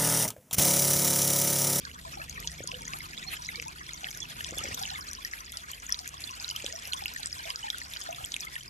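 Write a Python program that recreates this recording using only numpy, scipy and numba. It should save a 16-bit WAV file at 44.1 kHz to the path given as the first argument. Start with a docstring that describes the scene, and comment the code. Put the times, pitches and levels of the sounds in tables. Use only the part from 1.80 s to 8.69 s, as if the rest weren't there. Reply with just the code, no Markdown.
"""Trickle into a garden pond

Water drops tick on the surface and trap bubbles, modelled as damped sines that swell, glide and die. Many
smaller splashes patter over flickering noise bands (fizz), and spray spits short bright bursts. Arched whistles
(a chick) peep off to the right; harmonics of a firing rate make a far idling engine. Single damped swings give
a few dull knocks, and low noise gives a rumble that swells and sinks. A two-port microphone hears level and
phase differences; stones round the pond add a scattered tail."""
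import sys
import numpy as np
from scipy import signal
from scipy.fft import rfft, irfft
from scipy.io import wavfile
from scipy.ndimage import uniform_filter1d
from numba import njit

SR = 44100
rng = np.random.default_rng(int(sys.argv[2]) if len(sys.argv) > 2 else 0)


def int16_out(signal):
    """Quantize to a 16-bit WAV file."""
    q = np.round(np.clip(np.atleast_2d(signal).T, -1, 1) * 32767)
    wavfile.write(sys.argv[1], SR, q.astype(np.int16))


N = 303849

# level of the left port over the right for bubbles of each pitch: pitch_hz, left_minus_right_db
PORT_LEAN = [(500, -1), (1300, 3), (2000, 2), (3400, -1.5), (4300, -9), (5500, 4), (8000, 1.5)]


def undb(db):
    """Decibels are a logarithmic measure of amplitude: 20 dB is a factor of ten."""
    return 10 ** (np.asarray(db) / 20)


def curve(table, column):
    """Linear interpolation turns sparse settings into a continuous course in time."""
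    rows = np.array(table)
    return np.interp(np.arange(N) / SR, rows[:, 0], rows[:, column])


def over_hz(table, hz):
    """Interpolation on a logarithmic frequency axis gives equal weight to equal intervals."""
    rows = np.array(table, float)
    return np.interp(np.log(hz + 1), np.log(rows[:, 0] + 1), rows[:, 1])


def walk(rate):
    """Random modulation: levels held 1 / rate s, smoothed by two moving averages; spread near 1."""
    k = int(SR / rate)
    held = np.repeat(rng.standard_normal(N // k + 1), k)
    slewed = uniform_filter1d(uniform_filter1d(held, k), k)
    return 1.79 * slewed[:N]


@njit
def ring(start, hz, gain, t60, glide, rise, hold):
    """Damped oscillation: gliding sines swell and die, ever faster if hold > 1; start and gain are per port."""
    out = np.zeros((2, N))
    for e in range(len(hz)):
        for c in range(2):
            i = int(start[e, c]) + 1
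            f = hz[e]
            phase = 2 * np.pi * hz[e] * (i - start[e, c]) / SR
            swell, ease = 1., np.exp(-1 / (rise[e] * SR))
            age, step = 0., 1 / (t60[e] * SR)  # age 1 is 60 dB down
            while i < N and age < .9 and f < SR / 3:
                swell *= ease
                decay = 10 ** (-3 * age ** hold)
                out[c, max(i, 0)] += gain[e, c] * (1 - swell) ** 2 * decay * np.sin(phase)
                phase += 2 * np.pi * f / SR
                f *= 2 ** (glide[e] * hz[e] / SR)
                age += step
                i += 1
    return out


def bubbles(s, hz, db, t60_s, glide, pan_db, rise, scatter, hold=1.313):
    """Bubble resonance at scattered spots: rise in cycles, glide in octaves per cycle, scatter in samples."""
    lag = scatter * rng.standard_normal(len(s))
    left_start = s * SR - rise * SR / hz
    start = np.stack([left_start, left_start + lag], axis=1)
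    gain = undb(np.stack([db + pan_db / 2, db - pan_db / 2], axis=1))
    return ring(start, hz, gain, np.maximum(t60_s, 1 / hz), glide.clip(-.012, .05), rise / hz, max(hold, 1.))


def ticks(s, db, pan_db):
    """Impact transient: a click of a few cycles at a chance pitch, cut off sharply."""
    hz = 6000 * 2 ** (0.5 * rng.standard_normal(len(s))).clip(-2, 1)
    return bubbles(s, hz, db, 5 / hz, 0 * s, pan_db, rise=0.966, scatter=0.11, hold=10.2)


def drops():
    """Entrained bubbles: a tick of impact, then a ring whose pitch climbs on average near the surface."""
    # the loud bubbles: start_s, pitch_hz, strength_db, ring_t60_ms
    loud_bubbles = [(0.0518, 4430, -13, 2.4), (0.0526, 1600, -23.5, 14), (.114, 2800, -27, 7.2),
                    (0.416, 2590, -29, 20), (0.416, 1710, -27, 29), (.497, 6430, -17.5, 4.8),
                    (0.577, 1800, -26, 21), (0.5614, 2120, -30, 8.9), (.6265, 1990, -23.5, 6),
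                    (0.645, 3000, -27.5, 10.6), (0.6744, 5030, 3, 1.43), (0.677, 3300, -16.5, 4.5),
                    (.679, 6400, -26, 5.4), (0.837, 6710, -24.5, 14), (0.8755, 4840, -10.5, 2.7),
                    (.917, 2780, -11, 3.5), (.943, 2960, -21.5, 12.4), (1.053, 6560, -17.5, 2.7),
                    (1.0772, 1920, -23.5, 11), (1.0807, 5800, -8.5, 1.3), (1.135, 2460, -7, 2.3),
                    (1.205, 2020, -24.5, 14), (1.333, 2460, -27, 8.5), (1.377, 3710, -19.5, 6),
                    (1.428, 3570, -26, 11.4), (1.437, 2370, -27, 9.1), (1.5682, 3140, -28.5, 18),
                    (1.668, 6940, -15, 2.8), (1.6891, 2060, -15.5, 9.8), (1.7493, 2230, -31, 43),
                    (1.7574, 4550, -14.5, 3.8), (1.799, 2430, -7.5, 3), (1.825, 2000, -7, 1.9),
                    (2.092, 1940, -18.5, 5.4), (2.1343, 6630, -11.5, 2.96), (2.244, 2620, -6.5, 2.36),
                    (2.269, 1800, -20, 9.1), (2.2867, 3160, -25.5, 14), (2.3133, 5740, -16.5, 2.5),
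                    (2.43, 6230, -22.5, 4.9), (2.454, 2740, -28, 10.5), (2.6067, 2800, -21.5, 7.2),
                    (2.608, 1680, -19.5, 12.4), (2.6456, 5700, -4.5, 1.12), (2.683, 2420, -28, 11),
                    (2.709, 6900, -6.5, 0.66), (2.7845, 6300, -0.5, 0.9), (2.7913, 2750, -17.5, 6.5),
                    (2.8332, 1730, -24, 8.7), (2.8382, 5500, -18.5, 6.3), (2.84, 7400, -14, 3.9),
                    (2.8552, 2200, -14.5, 4.1), (2.8844, 5540, -20.5, 4.5), (2.9297, 2640, -26, 10),
                    (2.9445, 6800, -9, 1.65), (2.9752, 1000, -22, 9.7), (3.0273, 8560, -5, 0.83),
                    (3.035, 3700, -6, 2.2), (3.0544, 2940, -14, 5.4), (3.077, 2280, -26, 7.8),
                    (3.1, 4060, -25, 10.6), (3.1046, 3120, -17, 3.8), (3.151, 3430, -25.5, 16.6),
                    (3.1579, 2120, -25, 18), (3.245, 1730, -31, 20), (3.313, 5760, -20.5, 6.3),
                    (3.3325, 5930, -7, 1.4), (3.45, 1780, -23, 27), (3.4492, 5320, -11.5, 2.5),
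                    (3.5355, 1900, -13.5, 6.4), (3.726, 3470, -22, 4), (3.7718, 7740, -3.5, 0.84),
                    (3.916, 5555, -32, 6.7), (3.9336, 3100, -24.5, 13), (4.066, 6400, -18.5, 4.4),
                    (4.0938, 1860, -19.5, 11), (4.1042, 5900, -16, 3), (4.124, 5330, -0.5, 3.4),
                    (4.144, 4730, -1, 0.69), (4.191, 7100, -4, 0.81), (4.2593, 1660, -19.5, 6.6),
                    (4.2703, 2470, -29.5, 8.7), (4.277, 8300, -3, 0.82), (4.2907, 6740, -11, 1.24),
                    (4.4397, 4530, -13.5, 4.4), (4.493, 2650, -21.5, 7), (4.51, 5830, -21, 4),
                    (4.6119, 2405, -33, 22), (4.645, 4100, -16, 4.9), (4.68, 5630, -10, 0.9),
                    (4.6873, 3070, -25, 7.6), (4.691, 6430, -12, 3.2), (4.701, 5060, -10.5, 3),
                    (4.7115, 3010, -20, 13), (4.763, 3060, -15.5, 9.4), (4.803, 2750, -27.5, 11),
                    (4.823, 6800, -19, 2.9), (4.845, 5740, -14, 3.1), (4.8636, 3490, -3, 2.1),
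                    (4.9257, 5140, -2.5, 0.64), (4.962, 5430, -22.5, 6.4), (5.0543, 5230, -20.5, 4),
                    (5.1225, 4220, -21, 12), (5.134, 3270, -1.5, 2.66), (5.141, 8500, -13, 2.33),
                    (5.208, 1870, -35, 10), (5.2387, 5360, -18, 2.7), (5.2583, 2640, -4.5, 3.6),
                    (5.281, 5000, -13, 2.3), (5.3618, 7710, -15, 2.5), (5.363, 1800, -18, 11.4),
                    (5.4316, 4060, -9.5, 2.3), (5.4591, 7800, -6.5, 2.6), (5.471, 7750, -7.5, 1.8),
                    (5.5282, 4960, -14.5, 5.2), (5.654, 3610, -22, 6.1), (5.675, 2426, -24.5, 5.8),
                    (5.7034, 4700, -10.5, 2.9), (5.704, 2950, -13.5, 5.3), (5.7589, 4770, -6, 2.2),
                    (5.83, 2910, -27.5, 36), (5.883, 2970, -25, 6.5), (5.883, 1735, -25, 21),
                    (5.902, 3700, -7, 4.3), (5.9451, 1470, -18, 12), (5.983, 3660, -27.5, 8.4),
                    (6.016, 1950, -23.5, 12), (6.1365, 3500, -15, 3.4), (6.1629, 3034, -24.5, 9.9),
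                    (6.1633, 1590, -17, 6.2), (6.17, 4836, -10, 1.6), (6.214, 6500, -14, 2.7),
                    (6.2393, 8150, -14, 2.2), (6.309, 6000, -23.5, 6.3), (6.3283, 2660, -20.5, 6.8),
                    (6.347, 3440, -25.5, 9), (6.443, 3100, -21, 10), (6.449, 7610, -12.5, 3.4),
                    (6.52, 4940, -3, 1.55), (6.542, 3300, -3, 2.56), (6.5647, 2410, -12.5, 5.1),
                    (6.5648, 6960, -7, 1.4), (6.607, 5370, -8, 1.8), (6.633, 3410, -27, 19),
                    (6.6702, 2070, -28, 32), (6.756, 2930, -8.5, 2), (6.763, 1853, -20, 17.6),
                    (6.809, 3100, -29, 12)]
    s, hz, db, t60_ms = np.transpose(loud_bubbles)
    cycles, pan_db = t60_ms * hz / 1000, over_hz(PORT_LEAN, hz)
    # octaves over the ring time: big low bubbles climb further and scatter less
    mean_climb_oct = 0.079 * (3000 / hz) ** 0.63
    climb_scatter_oct = 0.2 * np.minimum(hz / 3000, 1) * rng.standard_normal(len(s))
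    climb_oct = mean_climb_oct + climb_scatter_oct
    # long rings swell more slowly
    rise = 0.62 + 0.042 * cycles + hz / 7000
    rings = bubbles(s, hz, db, t60_ms / 1000, climb_oct / cycles, pan_db, rise=rise, scatter=0.17)
    # the tick weakens for bubbles below 2500 Hz
    tick_db = db - 17 - 6 * np.maximum(np.log2(2500 / hz), 0)
    return rings + ticks(s, tick_db, pan_db)


def spits():
    """Broadband transients of spray without trapped bubbles: a sharp high burst over a lower click."""
    # bright spits: start_s, level_db
    spray_spits = [(0.4958, -33), (0.6023, -29), (0.718, -33.5), (0.8742, -23), (1.02, -33), (1.1875, -31),
                   (1.532, -40), (1.8184, -34), (1.882, -28), (2.307, -30), (2.374, -29), (2.6115, -35),
                   (2.6415, -29), (2.7836, -32), (2.946, -24.5), (3.0275, -33), (3.3325, -30),
                   (3.4491, -30.5), (3.7209, -28), (3.7712, -27.5), (3.9162, -26.5), (4.093, -32),
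                   (4.1237, -46), (4.2773, -28), (4.4058, -33.5), (4.475, -36), (4.711, -27),
                   (4.762, -25.5), (5.0747, -27.5), (5.1332, -30), (5.174, -39), (5.192, -37),
                   (5.3381, -30), (5.4021, -32), (5.701, -28.5), (5.9024, -29), (5.984, -28), (6.1357, -33),
                   (6.2039, -31), (6.328, -38), (6.4598, -31), (6.541, -29.5), (6.612, -31), (6.651, -31),
                   (6.8335, -35)]
    s, db = np.transpose(spray_spits)
    # each lies a little off the common pitch
    off_oct = (np.array([.1, .25]) * rng.standard_normal((len(s), 2))).clip(-.4, .25)
    top_ratio, body_ratio = 2 ** off_oct.T
    hz, body_hz = 11500 * top_ratio, 6900 * body_ratio
    top = bubbles(s, hz, db, 19.5 / hz, 0 * s, 0 * s, rise=2.42, scatter=0.13, hold=3.4)
    body = bubbles(s, body_hz, db + 12, 5.2 / body_hz, 0 * s, 0 * s, rise=1.3, scatter=0.099, hold=2.56)
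    return top + body


def patter(flow_db, count=1700, size=4):
    """Random superposition of small splashes: each a tick and a few bubbles of different sizes after it."""
    # relative loudness of small bubbles: pitch_hz, level_db
    loudness_by_pitch = [(500, -20.5), (800, 0), (1300, 8.5), (2200, 12), (3200, 12), (4300, 15),
                         (6000, 21.5), (8500, 10.5), (12000, -12)]
    at, strength = rng.random((count, 2)).T
    s = at * N / SR
    splash_db = flow_db[(at * (N - 1)).astype(int)] - 2.92 * np.log(1 - 0.928 * strength)
    after, pitch, spread, cycles, glide, pan = rng.random((count * size, 6)).T
    hz = 520 * (13000 / 520) ** pitch
    db = np.repeat(splash_db, size) + over_hz(loudness_by_pitch, hz) - 12 * spread - 0.5
    # big low bubbles close off later; the smallest ring for fewer cycles
    delay_s = .004 * after ** 2 * (3000 / hz) ** 0.716
    t60_s = (10 + 60 * cycles ** 2 * np.minimum(1500 / hz, 1) ** 0.2) / hz
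    rings = bubbles(np.repeat(s, size) + delay_s, hz, db, t60_s,
                    0.0447 * (glide - .38), 4 * (pan - .5), rise=2.312, scatter=2.44)
    return rings + ticks(s, splash_db - 2.0, 6 * (pan[:count] - .5))


def crackle(flow_db, count=3000):
    """Random impacts of falling spray: lone ticks, a low and a high part at once, most of them faint."""
    at, strength, pan, pitch = rng.random((count, 4)).T
    s, pan_db = at * N / SR, 5 * (pan - .5)
    db = flow_db[(at * (N - 1)).astype(int)] + 8.0 - 4.66 * np.log(1 - .97 * strength)
    low_hz = 2600 * 2 ** (1.2 * pitch)
    low = bubbles(s, low_hz, db - 0.5, 6 / low_hz, 0 * s, pan_db, rise=1.38, scatter=0.92, hold=1.73)
    high = bubbles(s, 2.2 * low_hz, db, 8 / (2.84 * low_hz), 0 * s, pan_db, rise=1.46, scatter=0.18, hold=1.84)
    return low + high


def gurgle(flow_db, count=220):
    """Low resonance of larger bubbles under the stream, most rising in pitch as they near the surface."""
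    # the loud ones: start_s, pitch_hz, strength_db, ring_t60_ms, climb_oct_per_s (bubbles() limits it)
    loud_gurgles = [(0.071, 1130, -35, 40, -1), (0.16, 1470, -32, 15, 3), (0.16, 1220, -34, 17, -4),
                    (0.251, 977, -26, 22, 8), (0.261, 677, -35.5, 62, -3), (0.331, 1130, -34, 49, 26),
                    (0.372, 796, -28, 39, 0), (0.395, 595, -31, 35, 13), (0.4, 1250, -29, 22, 12),
                    (0.58, 1150, -28, 21, 7), (0.607, 1230, -32, 21, -2), (0.828, 1450, -36, 30, 0),
                    (0.888, 960, -34.5, 86, 8), (0.924, 720, -28, 20, -5), (0.934, 513, -34.5, 130, -0.5),
                    (1.01, 890, -38, 66, 3), (1.079, 1490, -32, 24, -2), (1.091, 1060, -37.5, 100, 1),
                    (1.134, 647, -36.5, 59, 23), (1.135, 1033, -34, 98, 22.5), (1.159, 829, -37, 42, 19),
                    (1.235, 1170, -40, 100, 5), (1.263, 1010, -33, 23, 4), (1.465, 770, -40, 72, -1),
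                    (1.533, 1140, -27, 22, 27), (1.732, 1300, -30, 15.3, -12), (1.743, 895, -36, 24, 8),
                    (1.78, 494, -41, 100, -3), (1.859, 851, -35, 140, 9), (2.01, 1160, -26, 14, 7),
                    (2.098, 1350, -36, 30, 1), (2.145, 980, -37, 28, 10), (2.16, 1280, -33, 15, 7),
                    (2.216, 1530, -36, 24, -10), (2.234, 704, -25, 26, 23), (2.289, 850, -35, 27, -6),
                    (2.418, 871, -39, 44, 11), (2.659, 960, -42, 57, 10), (2.688, 636, -37, 50, 1),
                    (2.73, 541, -39, 67, 14.5), (2.77, 744, -32, 34, 2), (2.784, 754, -36, 83, 13.5),
                    (2.791, 1220, -31, 39, -2), (2.83, 730, -37, 80, 7), (3.012, 760, -28.5, 90, 6),
                    (3.016, 1530, -36, 21, 4), (3.096, 1540, -38, 42, -10), (3.114, 730, -32.5, 78, 14.5),
                    (3.146, 1200, -34, 60, 5), (3.189, 1020, -25, 26, 25), (3.322, 1100, -33, 16.5, -5),
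                    (3.386, 1026, -31.5, 42, 11), (3.606, 1286, -29, 15.5, 7), (3.739, 1390, -27, 17, -10),
                    (3.842, 1170, -36, 36, 15), (3.901, 1050, -25, 15, 18), (4.095, 1040, -30, 27, 12),
                    (4.114, 1350, -39, 74, -5), (4.133, 890, -41, 43, 18), (4.204, 744, -38, 56, -2.5),
                    (4.34, 1120, -30, 30, -2), (4.501, 1130, -32, 58, -10.5), (4.535, 1060, -36, 26, 5),
                    (4.667, 1020, -39, 27, 3), (4.717, 970, -34, 27, -9), (4.749, 1150, -31, 36, 25),
                    (4.816, 875, -40, 37, 1), (4.882, 450, -47, 180, 13), (4.929, 1440, -38, 24, 8),
                    (4.934, 653, -28, 46, 4), (4.98, 1060, -37, 30, 17), (5.087, 1040, -35, 21, -21),
                    (5.092, 1530, -35, 24, 12), (5.117, 1453, -32, 37, 2), (5.144, 932, -27, 41, 27),
                    (5.194, 1210, -35, 26, 8), (5.221, 820, -25, 34, 0), (5.315, 1000, -29, 16.7, 6),
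                    (5.397, 850, -30, 30, -4), (5.399, 1532, -42, 57, -2), (5.566, 1060, -31, 19.4, -4),
                    (5.6, 940, -28.5, 21, -4), (5.656, 676, -26, 32, -2), (5.694, 980, -32, 62, 16),
                    (5.747, 1206, -37, 57, 18), (5.842, 890, -23.5, 34, -7), (5.862, 868, -33, 57, -2.5),
                    (6.384, 1220, -28, 27, 15), (6.29, 695, -18, 37, -1), (6.405, 666, -35, 61, 23),
                    (6.478, 1357, -41, 30, 23), (6.646, 1256, -28.5, 24, 9)]
    s, hz, db, t60_ms, climb = np.transpose(loud_gurgles)
    loud = bubbles(s, hz, db, t60_ms / 1000, climb / hz, over_hz(PORT_LEAN, hz), rise=1.72, scatter=1.0, hold=1.22)
    # fainter ones at chance moments
    at, strength, pan, pitch, cycles, glide = rng.random((count, 6)).T
    hz = 800 * 2 ** (1.1 * pitch ** 0.8)
    db = flow_db[(at * (N - 1)).astype(int)] + 1.0 - 1.0 * np.log(1 - .97 * strength)
    faint = bubbles(at * N / SR, hz, db, (14 + 30 * cycles) / hz, 0.044 * (glide - .2), 3 * (pan - .5),
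                    rise=2.45, scatter=1.9)
    return loud + faint


def ahead():
    """Zero path difference: two low drips straight ahead reach both ports in step."""
    # drips: start_s, pitch_hz, strength_db, ring_t60_ms, climb_oct_per_s
    drips = [(0.646, 930, -42, 44, 2), (2.807, 1254, -37.5, 59, 7)]
    s, hz, db, t60_ms, climb = np.transpose(drips)
    return bubbles(s, hz, db, t60_ms / 1000, climb / hz, 0 * s, rise=1.4, scatter=0)


def bands(table, flicker_db, rate):
    """Partly coherent noise at two ports, in half-octave bands that flicker independently; rms 1."""
    # likeness of the noise at the two ports: frequency_hz, likeness (0-1)
    likeness = [(60, 0.86), (400, 0.78), (900, 0.44), (2000, 0.13), (2900, 1), (4200, 0), (5500, 0.1),
                (9000, 1), (10600, 0.13), (12300, 1)]
    hz, out = np.arange(N // 2 + 1) * SR / N, 0
    alike = over_hz(likeness, hz).clip(0, 1)
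    left, other = (rfft(rng.standard_normal(N)) * undb(over_hz(table, hz)) for _ in range(2))
    pair = np.array([left, alike * left + np.sqrt(1 - alike ** 2) * other])
    for centre_hz in 30 * 2 ** np.arange(0, 9.5, .5):
        window = np.cos(np.pi * np.clip(np.log2((hz + 1) / centre_hz), -.5, .5)) ** 2
        # tanh limits the flicker to twice flicker_db
        flicker = undb(flicker_db * np.tanh(walk(rate) / 2) * 2)
        out = out + irfft(pair * window, N) * flicker
    return out / np.sqrt(np.mean(out ** 2))


def fizz(flow_db):
    """Shaped noise: the fine fizz of the water, its level following the flow with a fast flutter."""
    # relative spectrum density: frequency_hz, level_db (per Hz)
    fizz_spectrum = [(400, -16), (700, -3), (1000, -10.5), (1500, -4.5), (2100, 0), (4200, -7), (6000, -11),
                     (8000, -4.5), (10500, -9), (12500, -12), (14500, -38)]
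    return undb(flow_db - 1.5 + 2.62 * walk(45)) * bands(fizz_spectrum, flicker_db=4.0, rate=45)


def chick(pan_db=-8.):
    """Frequency-modulated whistle: a short rise to the crest, a longer fading fall; louder at the right."""
    # peeps: crest_s, crest_hz, crest_level_db (before flutter and pan), fall_ms, end_hz, linger (power)
    peeps = [(1.385, 3450, -49, 52, 2450, 1.6), (1.481, 4270, -43, 40, 3400, 3.2),
             (1.672, 4100, -50, 85, 2900, 1.6), (1.750, 3600, -52, 40, 2600, 1.3),
             (2.092, 3400, -46, 45, 2500, 1.6), (2.423, 3450, -45, 40, 2600, 2),
             (2.783, 3500, -41, 30, 2600, 2.2), (3.163, 3500, -43, 24, 3000, 2.2),
             (3.423, 3450, -48, 35, 2750, 2.2), (3.752, 3500, -47, 40, 2700, 2.2),
             (4.118, 3400, -50, 25, 2900, 2.2), (4.480, 3500, -47, 35, 2750, 2.2),
             (4.858, 3450, -48, 30, 2800, 2.2), (5.185, 3450, -49, 35, 2750, 2.2),
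             (5.582, 3400, -48, 55, 2150, 1.6), (5.940, 3400, -52, 50, 2500, 2.2),
             (6.745, 3500, -50, 45, 2550, 2.2)]
    rise_share, climb_share = .55, .42  # rise time over fall time, pitch climb over pitch drop
    out = np.zeros(N)
    for s, hz, db, fall_ms, end_hz, linger in peeps:
        rise_ms, sag = rise_share * fall_ms, 1 - end_hz / hz
        i = np.arange(int((s - rise_ms / 1000) * SR), int((s + fall_ms / 1000) * SR))
        t_ms = (i / SR - s) * 1000
        before, after = np.maximum(-t_ms / rise_ms, 0), np.maximum(t_ms / fall_ms, 0)
        climb = climb_share * sag * before ** 1.9
        fall = sag * np.sin(np.pi / 2 * after) ** linger
        pitch_hz = hz * (1 - climb - fall)
        shape = (1 - before ** 2) * (1 - after ** 4) * undb(-9 * after)
        out[i] += undb(db) * shape * np.sin(2 * np.pi * np.cumsum(pitch_hz) / SR)
    # the level flutters, the same at both ports
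    return out * undb(4 * walk(150) + np.array([[pan_db], [-pan_db]]) / 2)


def knocks():
    """Impact and resonance: one dull swing, lower the longer the contact, then a brief hollow ring."""
    # blows: centre_s, level_db (of the envelope, before ring and pan), contact_ms
    blows = [(.806, -31, 1.18), (0.823, -38, 4.6), (0.8436, -38.5, 1.2), (2.725, -34, 1.4),
             (2.731, -34.5, 0.98), (2.7722, -37.5, 1.15), (2.814, -39, 1.25), (2.845, -36.5, 1),
             (2.8486, -37, 0.9), (2.854, -39, 1.4), (2.869, -37, 1.26), (2.89, -34.5, 1.6),
             (2.911, -41, 1.1), (2.924, -36.5, 5.43), (4.844, -31, 1.17), (4.847, -42, 2.8),
             (6.438, -41.5, 6.8)]
    hollow_hz, hollow_t60_s, hollow_db = 551, 0.044, -11
    out = np.zeros(N)
    for (s, db, contact_ms), turn in zip(blows, rng.random(len(blows))):
        i = np.arange(int((s - .03) * SR), int((s + .03) * SR))
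        t = (i / SR - s) * 1000 / contact_ms
        # 0.52 turns per contact time, each blow pushed its own way
        swing = np.cos(2 * np.pi * (0.52 * t + turn / 2))
        out[i] += undb(db) * np.exp(-t ** 2) * swing
    t = np.arange(SR // 10) / SR
    hollow = 10 ** (-3 * t / hollow_t60_s) * np.cos(2 * np.pi * hollow_hz * t) * 2 * hollow_hz / SR
    out = out + undb(hollow_db) * signal.fftconvolve(out, hollow)[:N]
    return out * undb(np.array([[.7], [-.7]]))


def engine():
    """Harmonic series: sines at multiples of the firing rate, each wavering in level."""
    # course of the idle: time_s, firing_rate_hz, low_db, middle_db, upper_db (bases for the order offsets)
    idle = [(0.0, 23.26, -65, -59.5, -63), (0.57, 23.33, -73, -56.5, -56), (0.98, 24.94, -62, -60, -57.5),
            (1.5, 23.6, -64, -62, -60.5), (1.8, 24.42, -59, -59, -58), (1.96, 24.16, -68, -61, -63),
            (2.35, 24.22, -61, -73, -60.5), (2.68, 23.34, -72, -61, -59), (2.85, 24.28, -61, -62, -57.5),
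            (3.2, 24.4, -68, -55, -60.5), (3.4, 24.97, -61, -62, -70.5), (5.01, 24.4, -68, -63.5, -68.5),
            (6.89, 22.76, -67, -65, -67)]
    # orders in each group: multiple (of the firing rate), offset_db
    low_orders = [(2, 2.5)]
    middle_orders = [(3, 1), (4, -9)]
    upper_orders = [(6, -1), (7, -2.5), (9, -8.5)]
    rate_hz = curve(idle, 1) * (1 + 0.002 * walk(5.93))
    phase = 2 * np.pi * np.cumsum(rate_hz) / SR
    out = 0
    for orders, column in ((low_orders, 2), (middle_orders, 3), (upper_orders, 4)):
        for k, db in orders:
            level = undb(db + curve(idle, column) + 0.97 * walk(5.77))
            out = out + level * np.sin(k * phase + 2 * np.pi * rng.random())
    return np.sqrt(2) * out  # the levels are rms


def rumble():
    """Low-frequency shaped noise: a low rumble that swells and sinks."""
    # relative spectrum density: frequency_hz, level_db (per Hz)
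    rumble_spectrum = [(25, -12), (45, 2), (80, 2.5), (150, -4), (300, -8.5), (500, -14), (900, -35.5)]
    # swell of the rumble: time_s, level_db
    rumble_swell = [(0.0, -54), (0.46, -51), (2.28, -57), (2.94, -50.5), (3.32, -56), (5.05, -56.5),
                    (5.24, -56), (6.89, -57)]
    return undb(curve(rumble_swell, 1)) * bands(rumble_spectrum, flicker_db=3.5, rate=12)


def banks(x, t60_s, wet_db, shared_hz=1690.0):
    """Diffuse reflection: stones return a short scattered tail; only its treble differs between ports."""
    t = np.arange(int(.12 * SR)) / SR
    shared, left, right = rng.standard_normal((3, len(t)))
    low, high = (signal.butter(2, shared_hz, kind, fs=SR, output="sos") for kind in ("low", "high"))
    noise = signal.sosfilt(low, shared) + signal.sosfilt(high, np.array([left, right]))
    tail = noise * 10 ** (-3 * t / t60_s) * (1 - np.exp(-t / 0.000087))
    tail = tail / np.sqrt(np.sum(tail ** 2, axis=1, keepdims=True))
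    return x + undb(wet_db) * signal.fftconvolve(x, tail, axes=1)[:, :N]


def ports(x):
    """Interaural-style phase delay: the sound reaches the right port with a trailing phase."""
    # lag of the right port behind the left: frequency_hz, phase_rad
    trailing_phase = [(0, 0), (300, .5), (550, 1.5), (680, 2.45), (900, 3.1), (1700, 3.2), (2300, 5.8),
                      (3300, 6.5), (4400, 9.8), (5700, 12.3), (6400, 12.6), (7200, 14.3), (9000, 15.7),
                      (10500, 17.1), (11800, 18.8), (13500, 19.1), (14300, 22)]
    rows = np.array(trailing_phase)
    trail = np.interp(np.arange(N // 2 + 1) * SR / N, rows[:, 0], rows[:, 1])
    return np.array([x[0], irfft(rfft(x[1]) * np.exp(-1j * trail), N)])


def scene():
    """Linear superposition of water, chick, knocks, engine and rumble at the two ports."""
    # strength of the trickle, from which water layers take their levels: time_s, level_db
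    trickle_flow = [(0.0, -52), (0.96, -49.5), (1.02, -50.5), (1.69, -48.5), (1.92, -52), (2.97, -45),
                    (3.49, -51.5), (4.11, -51.5), (4.76, -48.5), (5.1, -49), (5.28, -48.5), (6.68, -49.5),
                    (6.89, -54)]
    flow_db = curve(trickle_flow, 1)
    water = banks(drops() + spits(), t60_s=0.04, wet_db=-9)
    # the finer spray lands further off, with more of the stones' tail
    water = water + banks(patter(flow_db) + crackle(flow_db), t60_s=0.065, wet_db=-5.5)
    water = water + banks(gurgle(flow_db), t60_s=0.19, wet_db=-5.5)
    bird = banks(chick(), t60_s=.04, wet_db=-8)
    trailing = ports(water + fizz(flow_db) + rumble() + engine())
    return trailing + bird + knocks() + ahead()


def record(dry):
    """Band limiting: a steep elliptic low-pass cuts the top above 15.2 kHz."""
    return signal.sosfilt(signal.ellip(12, .2, 80, 15200, fs=SR, output="sos"), dry)


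dry = scene()
out = record(dry)
int16_out(out)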